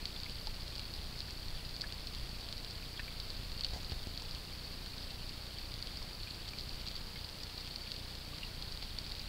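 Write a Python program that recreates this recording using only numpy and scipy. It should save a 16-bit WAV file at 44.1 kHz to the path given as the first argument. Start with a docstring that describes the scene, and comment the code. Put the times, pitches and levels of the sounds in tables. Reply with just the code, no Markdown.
"""Steady rain on a calm lake

Far drops merge into a wash; nearer ones tick and now and then trap a ringing bubble. The rain is heard
from the shore through a small hand-held camera, whose microphone port rings near 4.5 kHz. Underneath
sit light wind, a low rumble, a few handling bumps and the camera's own hiss and soft frame-rate throb."""
import sys
import numpy as np
from scipy import signal
from scipy.fft import rfft, irfft, next_fast_len
from scipy.io import wavfile

SR = 44100
rng = np.random.default_rng(int(sys.argv[2]) if len(sys.argv) > 2 else 0)


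def output_pcm(signal):
    """Save a mono or channel-first signal as 16-bit PCM at the path in sys.argv[1].

    Samples are clipped to [-1, 1] before scaling.
    """
    pcm = np.clip(np.atleast_2d(signal).T, -1, 1) * 32767
    wavfile.write(sys.argv[1], SR, np.round(pcm).astype(np.int16))


N = 409248
TIME = np.arange(N) / SR


def from_db(db):
    """Decibels to gain."""
    return 10 ** (np.asarray(db) / 20)


def rms_one(x):
    """Scale to unit rms."""
    return x / np.sqrt(np.mean(x ** 2) + 1e-20)


def peak_one(x):
    """Scale to unit peak."""
    return x / (np.abs(x).max() + 1e-20)


def add(out, s, sound):
    """Mix a short sound in at s seconds."""
    start = int(np.clip(s * SR, 0, N - 1))
    out[start:start + len(sound)] += sound[:N - start]


def low_pass(x, hz, order=2):
    """Butterworth low-pass."""
    return signal.sosfilt(signal.butter(order, hz, fs=SR, output="sos"), x)


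def noise(colour):
    """Unit-rms noise shaped by rows of (frequency [Hz], relative level [dB])."""
    hz, db = np.transpose(colour)
    size = next_fast_len(N)
    bin_hz = np.maximum(np.arange(size // 2 + 1) * SR / size, 1)
    gain = from_db(np.interp(np.log(bin_hz), np.log(hz), db))
    return rms_one(irfft(rfft(rng.standard_normal(size)) * gain, size)[:N])


def pole_pair(hz, width_hz):
    """Feedback coefficients of one damped mode."""
    radius = np.exp(-np.pi * width_hz / SR)
    return [1, -2 * radius * np.cos(2 * np.pi * hz / SR), radius * radius]


def resonance(x, hz, width_hz):
    """Resonant band-pass with unity gain at its peak."""
    poles = pole_pair(hz, width_hz)
    return signal.lfilter(np.array([1, 0, -1]) * (1 - poles[2]) / 2, poles, x + 1e-18)


def fade(t, t60):
    """Exponential decay, 60 dB down after t60 seconds."""
    return np.exp(-np.log(1000) * t / t60)


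def mic_port(x):
    """The cavity before the microphone passes the lows, rings, and shuts out most of the top."""
    # weak upper modes of the cavity: (frequency [Hz], width [Hz], gain [dB])
    upper_modes = [(6900, 400, -7), (8060, 460, -4), (8750, 560, -19.5)]
    poles = pole_pair(hz=4563, width_hz=555)
    ringing = signal.lfilter([sum(poles)], poles, x + 1e-18)
    leak = sum(from_db(db) * resonance(x, hz, width) for hz, width, db in upper_modes)
    return low_pass(ringing, hz=5330, order=5) + leak


def far_wash():
    """Countless far drops blur into an even bed of noise."""
    # colour of distant rain ahead of the port: (frequency [Hz], relative level [dB])
    colour = [(100, 8), (250, 4.5), (500, 4), (1000, 1), (1600, -1), (2600, -3), (3600, -7.5),
              (4600, -11.5), (7000, -7), (16000, -25)]
    return rms_one(mic_port(noise(colour)))


def impacts(per_s, reach):
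    """Drops land evenly out to about reach times the nearest distance; each falls off as 1 / distance."""
    chance, place, sign = rng.random((3, N))
    distance = np.sqrt(1 + place * reach ** 2)
    return (chance < per_s / SR) * np.sign(2 * sign - 1) / distance


def patter(per_s, reach, low_cut_hz, spray_db, spray_t60):
    """Each impact is a sharp pressure spike with a short tail of spray."""
    clicks = impacts(per_s, reach)
    power_decay = fade(1 / SR, spray_t60) ** 2
    spray_power = signal.lfilter([1], [1, -power_decay], clicks ** 2 + 1e-18)
    spray = from_db(spray_db) * np.sqrt(spray_power) * rng.standard_normal(N)
    low_cut = signal.butter(2, low_cut_hz, "high", fs=SR, output="sos")
    return rms_one(mic_port(signal.sosfilt(low_cut, clicks + spray)))


def crisp_drops(per_s, reach, hz, width_hz):
    """Drops a few metres out stand clear of the patter as single dry clicks."""
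    return peak_one(mic_port(resonance(impacts(per_s, reach), hz, width_hz)))


def bubbles(per_s, reach, low_hz, high_hz, q, sizes=28):
    """Small trapped bubbles ring briefly, each at the pitch of its size."""
    clicks = impacts(per_s, reach)
    size = rng.integers(0, sizes, N)
    pitches = np.linspace(low_hz, high_hz, sizes)
    rings = sum(resonance(clicks * (size == k), hz, hz / q) for k, hz in enumerate(pitches))
    return rms_one(mic_port(rings))


def wind(rise_s, fall_s):
    """A breeze buffets the microphone; bell-shaped gusts add their power to it."""
    # the breeze, with one lull: (time [s], level [dB])
    breeze = [(0, -51), (7.1, -50.5), (7.6, -60), (8.3, -56.5), (8.8, -47.5)]
    # gust crests: (time [s], level [dB])
    gusts = [(0.4, -45), (1.03, -44.5), (1.56, -44.5), (2.2, -44), (3.46, -44), (3.75, -46), (3.95, -41.5),
             (4.4, -45), (5.68, -56), (6.7, -46)]
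    # colour of the buffeting: (frequency [Hz], relative level [dB])
    buffet = [(8, -13), (20, 0), (45, -9), (80, -16.5), (200, -31.5), (1000, -56.5)]
    power = from_db(np.interp(TIME, *np.transpose(breeze))) ** 2
    for s, db in gusts:
        from_crest = (TIME - s) / np.where(TIME < s, rise_s, fall_s)
        power += from_db(db) ** 2 * np.exp(-from_crest ** 2)
    return np.sqrt(power) * noise(buffet)


def low_rumble():
    """A steady low rumble lies under the rain."""
    # colour of the rumble: (frequency [Hz], relative level [dB])
    colour = [(30, -4.5), (70, 2.5), (120, 0.5), (220, -6), (400, -14), (1000, -26.5), (4000, -68)]
    return noise(colour)


def camera_hiss():
    """The camera's own noise floor is almost white."""
    # colour of the hiss: (frequency [Hz], relative level [dB])
    colour = [(100, 0), (5000, 0.44), (9000, 0.23), (12000, -1.1), (16000, -1)]
    return noise(colour)


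def camera_throb(frame_hz, width_s, uneven_db):
    """The camera's mechanism nudges the microphone once a frame with a soft pointed pulse."""
    # runs of pulses: (start [s], end [s], typical peak [dB])
    runs = [(0.0296, 4.0, -36), (4.110, 9.28, -36.5)]
    out, t = np.zeros(N), TIME[:SR // 30]
    centre = t.mean()
    pulse = np.exp(-np.abs(t - centre) / width_s)
    for start, end, db in runs:
        count = int((end - start) * frame_hz) + 1
        for s in start + np.arange(count) / frame_hz:
            add(out, s - centre, from_db(db + uneven_db * rng.standard_normal()) * pulse)
    return out - out.mean()


def stray_drops(per_s=6.0, db=-33.0, spread_db=0.5, hz=3850, spread_octaves=0.32):
    """Fairly close drops fall at random: rows of (time [s], relative level [dB], click centre [Hz])."""
    times = TIME[rng.random(N) < per_s / SR]
    scatter = rng.standard_normal((len(times), 2))
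    return [(s, db + spread_db * loud, hz * 2 ** (spread_octaves * small))
            for s, (loud, small) in zip(times, scatter)]


def near_ticks(width_hz, snap_db, spray_db, spray_t60, ring_db, ring_width_hz):
    """A close drop clicks and rings, lower if bigger, with a bright snap and a trail of faint spray."""
    # the nearest drops: (time [s], relative level [dB], click centre [Hz])
    nearest = [(0.0553, -24, 3380), (0.4713, -26.5, 3930), (0.795, -28, 3150), (1.2048, -27.5, 4500),
               (1.65, -33.5, 3900), (1.81, -30.5, 3960), (1.8177, -26, 5200), (1.9241, -29, 3100),
               (2.5265, -27.5, 3340), (2.647, -30, 3890), (3.2007, -29, 4160), (3.3032, -29, 4400),
               (3.609, -27.5, 4530), (3.636, -30, 3960), (3.6464, -21.5, 4160), (4.1758, -28, 3880),
               (5.7404, -32, 3910), (5.8257, -30, 4400), (5.8718, -29.5, 3380), (6.8847, -28.5, 4600),
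               (7.7598, -28.5, 4700), (7.918, -25.5, 3830), (7.9636, -34, 4330), (8.6241, -29.5, 3870),
               (8.7232, -31.5, 4570), (8.9865, -26.5, 4720), (9.1198, -30.5, 3700)]
    out, t = np.zeros(N), TIME[:SR // 25]
    for s, db, hz in nearest + stray_drops():
        spray = from_db(spray_db) * rng.standard_normal(len(t)) * fade(t, spray_t60)
        splash = (t == 0) + spray
        click = resonance(splash, hz, width_hz)
        snap = from_db(snap_db) * resonance(splash, hz=6400, width_hz=3000)
        ring = from_db(ring_db) * resonance(splash, hz, ring_width_hz)
        add(out, s, from_db(db) * peak_one(mic_port(click + snap + ring)))
    return out


def near_plops(rise_per_s, splash_db, t60):
    """A close bubble rings and lifts slightly in pitch, inside a splash of the same register."""
    # close drops that trap a bubble: (time [s], relative level [dB], starting pitch [Hz])
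    plops = [(0.162, -36, 3480), (0.262, -39.5, 2300), (0.471, -40, 854), (1.283, -45, 1720),
             (1.839, -37.5, 1680), (2.974, -38, 3260), (2.994, -33, 1770), (2.995, -37, 2600),
             (3.079, -38.5, 2340), (3.635, -35, 3640), (3.649, -37, 2940), (6.019, -49, 1070),
             (6.272, -41, 2400), (6.534, -40.5, 2340), (7.158, -40.5, 2130), (8.329, -44.5, 1150),
             (8.432, -33, 2770)]
    out, t = np.zeros(N), TIME[:SR // 12]
    for s, db, hz in plops:
        tone = np.sin(2 * np.pi * hz * (t + rise_per_s * t * t / 2))
        band = resonance(rng.standard_normal(len(t)), hz, hz / 3)
        splash = from_db(splash_db) * rms_one(resonance(band, hz, hz / 3))
        plop = (tone + splash) * fade(t, t60)
        add(out, s, from_db(db) * peak_one(mic_port(plop)))
    return out


def handling(thud_hz, thud_t60, knock_hz, knock_db):
    """A shifting grip gives a low thud, a hollow knock and a short rub that leaks through the case."""
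    # fingers on the camera body: (time [s], thud [dB], rub [dB], rub t60 [s], relative case leak [dB])
    touches = [(3.734, -34.5, -35, .2, 0.5), (3.761, -35.5, -47, 0.14, 11), (3.831, -57, -38, .012, 5),
               (3.919, -30.5, -33, 0.032, -15), (4.071, -34, -35, 0.0064, 1), (4.221, -52, -34, .015, 4),
               (8.828, -48, -28.5, 0.0033, -15)]
    out, t = np.zeros(N), TIME[:SR // 5]
    thud = peak_one(low_pass(np.cos(2 * np.pi * thud_hz * t) * fade(t, thud_t60), hz=328))
    for s, thud_db, rub_db, rub_t60, case_db in touches:
        rub = rng.standard_normal(len(t)) * fade(t, rub_t60)
        hollow = resonance(rub, knock_hz, width_hz=500)
        knock = from_db(knock_db) * peak_one(low_pass(hollow, hz=1050, order=4))
        scrape = resonance(rub, hz=6500, width_hz=3300)
        through_case = from_db(case_db) * low_pass(scrape, hz=8700, order=4) / 2
        through_port = mic_port(low_pass(rub, hz=1800, order=1))
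        add(out, s, from_db(thud_db) * (thud + knock))
        add(out, s, from_db(rub_db) * peak_one(through_port + through_case))
    return out


def scene():
    """Rain from far to near, over wind and the camera's own noises, in mono."""
    wash = from_db(-2.5) * far_wash()
    drops = from_db(-5.5) * patter(per_s=1300, reach=11.5, low_cut_hz=2400, spray_db=-24, spray_t60=0.032)
    clicks = from_db(13) * crisp_drops(per_s=98, reach=2.6, hz=4660, width_hz=2500)
    fizz = from_db(-9) * bubbles(per_s=260, reach=3.9, low_hz=2120, high_hz=3590, q=15)
    plinks = from_db(-8.5) * bubbles(per_s=51, reach=2.2, low_hz=3580, high_hz=5200, q=28)
    rain = from_db(-49.5) * (wash + drops + clicks + fizz + plinks)
    ticks = from_db(2) * near_ticks(width_hz=2000, snap_db=-3.5, spray_db=-27, spray_t60=0.033,
                                    ring_db=-10, ring_width_hz=400)
    plops = from_db(1.5) * near_plops(rise_per_s=2.0, splash_db=-5, t60=0.036)
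    bumps = handling(thud_hz=62.5, thud_t60=0.066, knock_hz=820, knock_db=-10)
    air = wind(rise_s=0.1, fall_s=0.085)
    rumble = from_db(-56) * low_rumble()
    throb = camera_throb(frame_hz=29.97, width_s=0.0019, uneven_db=0.5)
    hiss = from_db(-59) * camera_hiss()
    return (rain + ticks + plops + bumps + air + rumble + throb + hiss)[None]


def record(dry):
    """A steep low-pass shaves off the very top."""
    cutoff_hz = 15740
    return signal.sosfilt(signal.ellip(16, .1, 70, cutoff_hz, fs=SR, output="sos"), dry)


dry = scene()
out = record(dry)
output_pcm(out)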